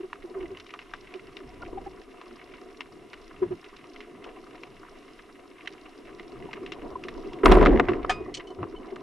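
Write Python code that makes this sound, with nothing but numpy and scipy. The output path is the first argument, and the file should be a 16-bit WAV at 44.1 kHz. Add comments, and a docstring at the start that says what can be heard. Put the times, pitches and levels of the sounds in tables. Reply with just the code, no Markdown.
"""Water stirs around a camera in a sealed housing on a speargun, while snapping shrimp crackle near and far.
Flow is shaped noise with tiny rising bubbles; snaps are short noise bursts; pushes and bubbles are swelling tones.
Then the gun fires: rubber bands whip and wobble in churning water, and parts rattle as bursts of noise.
Afterwards the loose steel shaft and a clip clink, as fading sine tones with a gritty scrape.
The air space in the housing colours many of these sounds with its fixed resonances."""
import sys
import numpy as np
from scipy import signal
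from scipy.fft import rfft, irfft, next_fast_len
from scipy.io import wavfile
from scipy.ndimage import map_coordinates

SR = 44100
rng = np.random.default_rng(int(sys.argv[2]) if len(sys.argv) > 2 else 0)


def store_pcm(level_fs):
    """Save levels as 16-bit WAV."""
    pcm = np.round(np.clip(level_fs, -1, 1) * 32767).astype(np.int16)
    wavfile.write(sys.argv[1], SR, np.atleast_2d(pcm).T)


N = 397782  # length of the scene in samples

# Resonances of the air in the housing: (frequency [Hz], width [Hz], level [dB])
HOUSING_MODES = [(261.3, 116.4, -3), (395, 91, 0), (726, 50, -6.5), (982, 67.5, -9.5), (1172, 229, -13.5),
                 (2110, 317, -20), (2768, 283, -20.5), (3910, 930, -30.5), (5450, 690, -32)]
# The dip in the housing's response: (frequency [Hz], inner width [Hz], outer width [Hz])
HOUSING_DIP = (790, 62, 105)
# Likeness of the left and right sound: (frequency [Hz], likeness [0 to 1])
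LEFT_RIGHT_LIKENESS = [(60, 0.77), (510, 0.8), (1470, 0.87), (4270, 0.76), (12400, 1)]
# Strength of the water moving over the housing: (time [s], level [dB])
FLOW_LEVEL = [(0, -58.5), (.43, -44), (.6, -54.5), (1.3, -51.5), (1.7, -45.5), (2.05, -51.5), (2.8, -50),
              (3.699, -53), (4.3, -47.5), (4.68, -50), (4.85, -54), (5.9, -50.5), (6.7, -42), (7.4, -40),
              (8.0, -31.5), (8.4, -41.5), (9.02, -41)]
# Near shrimp snaps: (time [s], peak level [dB], centre frequency [Hz])
NEAR_SNAPS = [(0.1297, -21.5, 1190), (0.5712, -32, 2070), (0.599, -36, 4060), (0.665, -39, 3200),
              (0.7048, -36, 3020), (0.738, -27.5, 1100), (0.7903, -29, 2000), (0.936, -25, 1350),
              (1.1393, -29.5, 2180), (1.368, -30, 2550), (2.213, -34.5, 1060), (2.8066, -23, 2170),
              (3.1313, -32.5, 2240), (3.6423, -38, 3300), (3.7638, -39, 4000), (3.96, -34, 2230),
              (4.0047, -30.5, 2440), (4.2408, -36.5, 3100), (4.634, -28.5, 2320), (5.658, -37, 2670),
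              (5.6736, -22, 2230), (6.196, -31.5, 1940), (6.5308, -27, 2200), (6.662, -29.5, 2450),
              (6.72, -26.5, 2670), (7.0372, -28.5, 2590), (7.0842, -25, 2250), (7.3322, -35, 3200)]
# Colour of the microphone noise: (frequency [Hz], level [dB])
HISS_COLOUR = [(10800, -1.5), (12000, -6.5), (13000, -25)]
# Soft pushes on the housing: (time [s], peak level [dB], length scale [s])
PUSHES = [(0.001, -28, 0.017), (0.037, -30, 0.032), (0.245, -31.5, 0.026), (0.313, -36, 0.02),
          (0.356, -28, 0.052), (0.414, -28.5, 0.02), (0.435, -27.5, 0.028), (0.51, -32, 0.038),
          (1.151, -29.5, 0.03), (1.737, -28, 0.0086), (1.756, -33.5, 0.034), (1.869, -34.5, 0.026),
          (3.426, -15, 0.027), (3.463, -29, 0.015), (3.514, -23, 0.032), (7.443, -9, 0.014),
          (7.494, -7, 0.024), (7.524, -5.5, 0.03), (7.57, -7, .025), (7.604, -6, .014), (7.71, -13, .02),
          (7.806, -6.5, 0.0086), (7.895, -11, 0.021), (7.923, -13, 0.012), (8.213, -24.5, 0.02),
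          (8.287, -28, .02), (8.592, -31, 0.032), (8.638, -22, 0.0094), (8.657, -28.5, .014),
          (8.746, -30, 0.014), (8.927, -26.5, 0.021)]
# Low heaves of the gun: (middle [s], level [dB], centre frequency [Hz], half length [s])
HEAVES = [(0.499, -58, 69, 0.12), (1.481, -51.5, 45.2, 0.044), (1.722, -49, 37.6, 0.16),
          (3.48, -47, 144, 0.083), (6.929, -50, 56.7, 0.027), (8.03, -41, 33.6, 0.24),
          (7.91, -29.5, 130, 0.026), (8.62, -40, 132, 0.035)]
# Single bubbles: (time [s], peak level [dB], pitch [Hz], length scale [s])
SINGLE_BUBBLES = [(1.629, -33, 1413, 0.014), (1.78, -28.5, 782, 0.02), (1.869, -33, 790, 0.019),
                  (6.963, -24.5, 1012, 0.01), (8.752, -38.5, 990, 0.016)]
# Knocks of the gun parts:
# (time [s], peak level [dB], centre frequency [Hz], 60 dB fade before limits [s], sharp edge over body [dB])
PART_KNOCKS = [(1.633, -29, 840, 0.022, -40), (4.262, -35, 800, 0.27, -40),
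               (7.4335, -18.5, 1380, 0.078, -41), (7.457, 0, 1110, 0.059, -10),
               (7.515, -4, 715, 0.16, -13.5), (7.521, -12.5, 2200, 0.044, 0),
               (7.552, -16, 1490, 0.033, -3.5), (7.569, -8, 750, 0.061, -30),
               (7.611, -6.5, 770, 0.056, -19), (7.626, -7.5, 1200, 0.069, -19.5),
               (7.653, -15, 604, 0.017, -4.5), (7.6595, -3.5, 1820, 0.029, -21),
               (7.681, -32, 2800, 0.028, -12), (7.7735, -19, 1790, 0.018, -43),
               (7.797, -1, 1250, 0.026, -19), (7.885, -12, 1670, 0.058, -42),
               (7.918, -24.5, 1500, .03, -18), (7.933, -22.5, 1980, 0.04, -30),
               (8.029, -31, 2540, 0.028, -34), (8.046, -13.5, 1020, 0.021, -43),
               (8.396, -29, 2180, 0.13, -22), (8.588, -30.5, 990, 0.034, -50),
               (8.6295, -18, 1050, 0.032, -52), (8.639, -22, 1000, .03, -48),
               (8.959, -27.5, 1470, 0.065, -8)]
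# Colour of the fizz and of the sharp edges of the knocks: (frequency [Hz], level [dB])
FIZZ_COLOUR = [(900, -3), (1800, 17), (3000, 3.5), (4300, -10.5), (11000, -44.5)]
# Layers of the shot, in order: band wobble, boom, churn, fizz, thin ticks, a rough band near 2 kHz:
# (level [dB], sag [dB/s], extra fall once the bands are slack [dB/s])
SHOT_LAYERS = [(-14, 17, 246), (-8.5, 30.5, 64), (-17.5, 55, -8), (-26, 49, 34), (-39.5, 132, -8),
               (-35.5, 28, -3)]
# Metal contacts: (time [s], peak level [dB], part [0 shaft, 1 clip], scrape over ring [dB])
METAL_CLINKS = [(8.094, -7.5, 0, -10.5), (8.102, -15, 0, -3), (8.341, -24.5, 1, 5), (8.3468, -23, 1, 12),
                (8.369, -27, 1, 3), (8.471, -39.5, 1, -12), (8.503, -42.5, 1, -8), (8.76, -41.5, 1, -40)]
# Tones of the steel shaft: (frequency [Hz], level before softening [dB], 60 dB fade [s])
SHAFT_TONES = [(740, 1.5, 0.05), (1244, -11, 0.16), (1740, -5, .05), (2487, -21, 0.34), (3090, -12, 0.06),
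               (3725, -38, 0.3), (4942, -26, 0.22), (6395, -27, 0.08), (8554, -40, 0.2)]
CLIP_TONES = [(2210, -5.5, 0.034), (3016, 3.5, 0.081), (4290, -3, 0.045), (5840, -4, 0.021),
              (6900, -17, 0.06), (8260, -17, 0.035)]
# Fade of the grit by 60 dB: (shaft [s], clip [s])
GRIT_FADE = 0.1, 0.062

REFERENCE_FLOW_DB = -54.5  # flow at which wash, sway and slosh have their rest levels
WASH, SWAY, SLOSH = (-59.5, 1), (-61.5, 0.61), (-67.5, 0.84)  # (level at rest [dB], growth [dB per dB of flow])
PUSH_HZ, PUSH_SCATTER_HZ = 372.2, 9.2  # pitch of the pushes: average and random spread
SWELL_LEAD_S = 0.0086  # pushes and bubbles start this long before their listed time
TONE_FADE_HZ = 45  # the tone of a heave gets weaker as its pitch rises; half as strong here
FIRE_S, WHIP_UP_S, SLACK_AFTER_S = 7.432, 0.078, 0.32  # trigger, then times after it: full rise, slack bands
RECOVER_S, KNEE_DB, SQUEEZE = 0.6, -33, 0.1  # gain control: memory, onset, strength (an exponent)
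TOP_HZ = 12990  # highest frequency kept


def amp(db):
    """Turn decibels into a plain multiplier."""
    return 10 ** (np.asarray(db) / 20)


def unit(x):
    """Scale a sound to an average strength (rms) of 1."""
    return x / np.sqrt(np.mean(x ** 2) + 1e-20)


def along(points, hz):
    """Read a (frequency, value) curve on a logarithmic frequency axis."""
    f, values = np.transpose(points)
    return np.interp(np.log(hz + 1), np.log(f + 1), values)


def wobble(rate, size=N):
    """Draw a smooth random curve with `rate` random points a second."""
    points = rng.standard_normal(int(size * rate / SR) + 4)
    coarse = np.arange(0, size + 64, 64)  # one smooth value every 64 samples
    smooth = map_coordinates(points, [coarse * rate / SR])
    return np.interp(np.arange(size), coarse, smooth)


def filtered(x, response):
    """Shape a sound by multiplying its spectrum with a response."""
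    padded = next_fast_len(x.shape[-1] + 2048)
    spectrum = rfft(x, padded) * response(np.fft.rfftfreq(padded, 1 / SR))
    return irfft(spectrum, padded)[..., :x.shape[-1]]


def peak(f, hz, width_hz):
    """Response of one resonance: strongest at its own frequency, weaker on both sides."""
    return 1j * f * width_hz / (hz * hz - f * f + 1j * f * width_hz)


def housing(f):
    """The air space round the microphones boosts its resonances and weakens one narrow region."""
    modes = 0
    for k, (centre, width, db) in enumerate(HOUSING_MODES):
        modes = modes + (-1) ** k * amp(db) * peak(f, centre, width)  # neighbours have opposite signs
    hz, inner, outer = HOUSING_DIP
    return modes * (hz * hz - f * f + 1j * f * inner) / (hz * hz - f * f + 1j * f * outer)


def spread(pair, response):
    """Mix two unrelated signals into a stereo pair of rms 1, with the set likeness at each frequency."""
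    def mid_and_side(f):
        angle = np.arccos(np.clip(along(LEFT_RIGHT_LIKENESS, f), -1, 1)) / 2
        return response(f) * [np.cos(angle), np.sin(angle)]

    mid, side = filtered(pair, mid_and_side)
    return unit(np.array([mid + side, mid - side]))


def noise(response, lump_db, rate, size=N):
    """Make coloured stereo noise whose strength varies in lumps."""
    lumps = amp(lump_db * wobble(rate, size=size))
    return spread(rng.standard_normal((2, size)) * lumps, response)


def add(out, s, db, pan_db, wave):
    """Place a stereo event at its peak level; pan_db is how much louder the left side is."""
    start = max(round(s * SR), 0)
    wave = wave[:, :N - start] / np.abs(wave.mean(0)).max()
    sides = np.array([[0.5], [-0.5]]) * pan_db
    out[:, start:start + wave.shape[1]] += amp(db + sides) * wave


def burst(t60, response, side, echo_db, rise_s):
    """A sharp crack of noise, then a scattered tail, a little different on each side."""
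    t = np.arange(SR // 10) / SR
    crack = amp(-60 * np.maximum(t - 0.002, 0) / 0.012)
    tail = amp(echo_db + 4 * wobble(350, size=len(t)) - 60 * t / np.clip(t60, 0.004, 0.2))
    shared, apart = rng.standard_normal((2, len(t))) * (crack + tail)
    pair = np.array([shared + side * apart, shared - side * apart])
    return filtered(pair, response) * (1 - np.exp(-t / rise_s))


def crackle(response, t60, count, size=N):
    """Many random snaps of one colour, each with a short fading tail; loud ones are rare."""
    draw = rng.random((count, 2))
    clicks = np.zeros(size)
    clicks[(draw[:, 0] * size).astype(int)] = amp(-6.5 * np.log(draw[:, 1] + 0.035))
    fade = amp(-60 * np.arange(SR // 20) / SR / t60)
    tails = signal.oaconvolve(clicks, fade)[:size]
    return spread(rng.standard_normal((2, size)) * tails, response)


def water():
    """Flow rings the housing and gurgles round it; wash, sway and slosh grow with the flow."""
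    s, db = np.transpose(FLOW_LEVEL)
    flow_db = np.interp(np.arange(N) / SR, s, db)
    extra_db = flow_db - REFERENCE_FLOW_DB
    wash, sway, slosh = (amp(rest_db + growth * extra_db) for rest_db, growth in (WASH, SWAY, SLOSH))
    low = noise(lambda f: housing(f) * peak(f, 343, 250), lump_db=2.5, rate=34)
    fine = noise(lambda f: housing(f) * peak(f, 650, 860) ** 2, lump_db=4.0, rate=37)
    fine = fine + amp(-10.0) * gurgle()
    rumble = noise(lambda f: peak(f, 21.0, 27) ** 2, lump_db=3.5, rate=14.0)
    slop = noise(lambda f: peak(f, 130, 139) ** 2, lump_db=5.5, rate=9.8)
    return amp(flow_db) * low + wash * fine + sway * rumble + slosh * slop


def gurgle(count=260):
    """Small random bubbles: tones of a few cycles that rise in pitch, heard through the housing."""
    out = np.zeros((2, N))
    t = np.arange(SR // 20) / SR
    for when, pitch, loudness, side in rng.random((count, 4)):
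        hz = 600 * 2.1 ** pitch
        u = t * hz / 5  # time counted in units of five cycles
        wave = np.sin(2 * np.pi * hz * t * (1 + 0.029 * u)) * u * np.exp(-2.5 * u)
        db = -5.5 * np.log(loudness + 0.025)
        add(out, when * N / SR, db, 6.1 * (side - 0.5), np.array([wave, wave]))
    return unit(filtered(out, lambda f: np.abs(housing(f)) ** 0.69))


def shrimp():
    """Far snaps, dull to bright, melt into a crackle; near snaps stand out, each in its own colour."""
    def no_bass(f):
        return peak(f, 3170, 8540) ** 2

    out = amp(-61) * crackle(lambda f: housing(f) * peak(f, 1490, 1400) ** 2, 0.038, count=600)
    out += amp(-60.0) * crackle(lambda f: housing(f) * peak(f, 2280, 2000) ** 2, 0.044, count=800)
    out += amp(-69) * crackle(lambda f: housing(f) * peak(f, 4850, 2500) ** 2, 0.022, count=900)
    # a steady bed of noise under the separate snaps
    out += amp(-60) * noise(lambda f: housing(f) * no_bass(f), lump_db=1.5, rate=2.935)
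    for s, db, hz in NEAR_SNAPS:
        def colour(f):
            return np.abs(housing(f)) ** 0.79 * peak(f, hz, 0.79 * hz) * no_bass(f)

        wave = burst(0.066, colour, side=0.15, echo_db=0.5, rise_s=0.00045)
        add(out, s, db, rng.normal(0, 2.8), wave)
    return out


def microphone_hiss():
    """The microphones' own noise: level up to the treble, then falling away."""
    return amp(-71) * noise(lambda f: amp(along(HISS_COLOUR, f)), lump_db=-0.35, rate=15.0)


def swells(rows, rough_db, sag):
    """Short tones swell and fade, sagging in pitch if sag is above 0, with rough water around them."""
    def rough_colour(f):
        return peak(f, 450, 1800) ** 4 * np.abs(housing(f)) ** 0.5

    out = np.zeros((2, N))
    for s, db, hz, length in rows:
        u = np.arange(round(3 * np.clip(length, 0.005, 0.1) * SR)) / SR / length
        # a small random phase difference between left and right
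        phase = 2 * np.pi * rng.random() + np.array([[0.2], [-0.2]]) * rng.normal()
        tone = np.sin(2 * np.pi * hz * length * u * (1 + sag * (1 - u)) + phase)
        rough = unit(filtered(rng.standard_normal((2, len(u))), rough_colour))
        wave = (tone * u + amp(rough_db) * rough * u ** 1.25) * np.exp(-2.2 * u * u)
        add(out, s - SWELL_LEAD_S, db, rng.normal(0, 1.9), wave)
    return out


def nudges():
    """Soft pushes make the housing ring near one pitch, which sags a little each time."""
    pushes = [(s, db, rng.normal(PUSH_HZ, PUSH_SCATTER_HZ), length) for s, db, length in PUSHES]
    return swells(pushes, rough_db=-14.5, sag=0.044)


def heaves():
    """Each heave of the gun is a low tone that swells and fades, with rough water round it."""
    out = np.zeros((2, N))
    t = np.arange(SR) / SR - 0.5
    for s, db, hz, half in HEAVES:
        raw = rng.standard_normal(SR) + 0.083 * rng.standard_normal((2, SR))
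        rough = unit(filtered(raw, lambda f: peak(f, 0.88 * hz, 1.43 * hz) ** 2))
        tone = np.sqrt(2) * np.sin(2 * np.pi * (hz * t + rng.random()))
        tone = tone * TONE_FADE_HZ / (TONE_FADE_HZ + hz)
        wave = amp(db) * (tone + amp(3.5) * rough) * np.exp(-(t / half) ** 2)
        at = round(s * SR) - SR // 2 + np.arange(SR)
        inside = (at >= 0) & (at < N)
        out[:, at[inside]] += wave[:, inside]
    return out


def bubbles():
    """Single bubbles sound as short tones of steady pitch."""
    return swells(SINGLE_BUBBLES, rough_db=-11.5, sag=0)


def rattles():
    """Gun parts knock together: each knock has a dull noisy body and a sharp, shorter edge."""
    out = np.zeros((2, N))
    for s, db, hz, t60, edge_db in PART_KNOCKS:
        def body_colour(f):
            return np.abs(housing(f)) ** 1.06 * peak(f, hz, 1.25 * hz) ** 2

        def edge_colour(f):
            return amp(along(FIZZ_COLOUR, f)) * peak(f, 7960, 8200) ** 2

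        pan_db = rng.normal(0, 1.3)
        body = burst(t60, body_colour, side=0.23, echo_db=13, rise_s=0.0014)
        edge = burst(0.43 * t60, edge_colour, side=0.29, echo_db=9, rise_s=0.00025)
        add(out, s, db, pan_db, body)
        add(out, s, db + edge_db, pan_db, edge)
    return out


def whip(level_db, sag_db, fall_db):
    """Loudness in the second after the trigger: a quick rise, a sag, and another slope once bands are slack."""
    t = np.arange(SR) / SR
    rise = np.clip(t / WHIP_UP_S, 0, 1)
    return rise * amp(level_db - sag_db * t - fall_db * np.maximum(t - SLACK_AFTER_S, 0))


def shot():
    """The freed rubber bands wobble at a low pitch while water booms, churns and fizzes round the barrel."""
    bands, boom, churn, fizz, ticks, rasp = (whip(*row) for row in SHOT_LAYERS)
    band_hz = 33 + 2.4 * wobble(12.2, size=SR)
    tone = np.sin(2 * np.pi * np.cumsum(band_hz) / SR)
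    body = np.sqrt(2) * bands * tone * np.ones((2, 1))
    body += amp(1.0) * bands * noise(lambda f: peak(f, 44.5, 42.5) ** 3, lump_db=3.5, rate=9.0, size=SR)
    body += boom * noise(lambda f: np.abs(housing(f)) ** 0.32 * peak(f, 283, 550) ** 3,
                         lump_db=2.5, rate=46.6, size=SR)
    body += churn * noise(lambda f: np.abs(housing(f)) ** 0.4 * peak(f, 910, 1320) ** 2,
                          lump_db=3, rate=90, size=SR)
    body += rasp * noise(lambda f: peak(f, 1960, 300) ** 2, lump_db=5, rate=68, size=SR)
    body += fizz * crackle(lambda f: amp(along(FIZZ_COLOUR, f)), 0.013, count=220, size=SR)
    body += ticks * crackle(lambda f: peak(f, 9300, 5000) ** 3, 0.004, count=260, size=SR)
    out = np.zeros((2, N))
    start = round(FIRE_S * SR)
    out[:, start:start + SR] = body
    return out


def steel():
    """Each clink is a gritty scrape coloured by the part's resonances, with its fuzzy, wavering ring."""
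    out = np.zeros((2, N))
    t = np.arange(SR // 3) / SR
    for s, db, part, scrape_db in METAL_CLINKS:
        modes = (SHAFT_TONES, CLIP_TONES)[round(part)]
        # a gentler contact starts softer and wakes fewer high tones
        gentle_db = min(scrape_db + 6, 0)
        ring = 0
        for hz, level, t60 in modes:
            drift = np.cumsum(rng.normal(0, 0.02, len(t)))  # random phase drift makes the ring fuzzy
            tone_db = level + 1.5 * wobble(40, size=len(t)) + gentle_db * hz / 5000 - 60 * t / t60
            ring = ring + amp(tone_db) * np.sin(2 * np.pi * hz * t + drift)

        def grit_colour(f):
            resonances = sum(amp(0.6 * level) * np.abs(peak(f, hz, 1000)) ** 2 for hz, level, _ in modes)
            return resonances / (1 + (f / 10000) ** 16)

        raw = rng.standard_normal(len(t)) + 0.43 * rng.standard_normal((2, len(t)))
        grit = unit(filtered(raw, grit_colour))
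        scrape = amp(scrape_db - 60 * t / GRIT_FADE[round(part)]) * grit
        onset = 1 - np.exp(-t / (0.0014 - gentle_db / 4000))
        add(out, s, db, 0, (ring + scrape) * onset)
    return out


def scene():
    """Add all the sounds together."""
    background = water() + shrimp() + microphone_hiss()
    movement = nudges() + heaves() + bubbles()
    gun = rattles() + shot() + steel()
    return background + movement + gun


def record(dry):
    """Gain control ducks a little after loud sound; the input saturates softly and drops the top treble."""
    keep = np.exp(-1 / (RECOVER_S * SR))
    power = signal.lfilter([1 - keep], [1, -keep], dry.mean(0) ** 2)
    ducked = dry * (1 + power / amp(2 * KNEE_DB)) ** -SQUEEZE  # doubled dB, as power is a square
    held = ducked / (1 + np.abs(ducked / 0.88) ** 5) ** (1 / 5)
    return filtered(held, lambda f: f < TOP_HZ)


dry = scene()
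out = record(dry)
store_pcm(out)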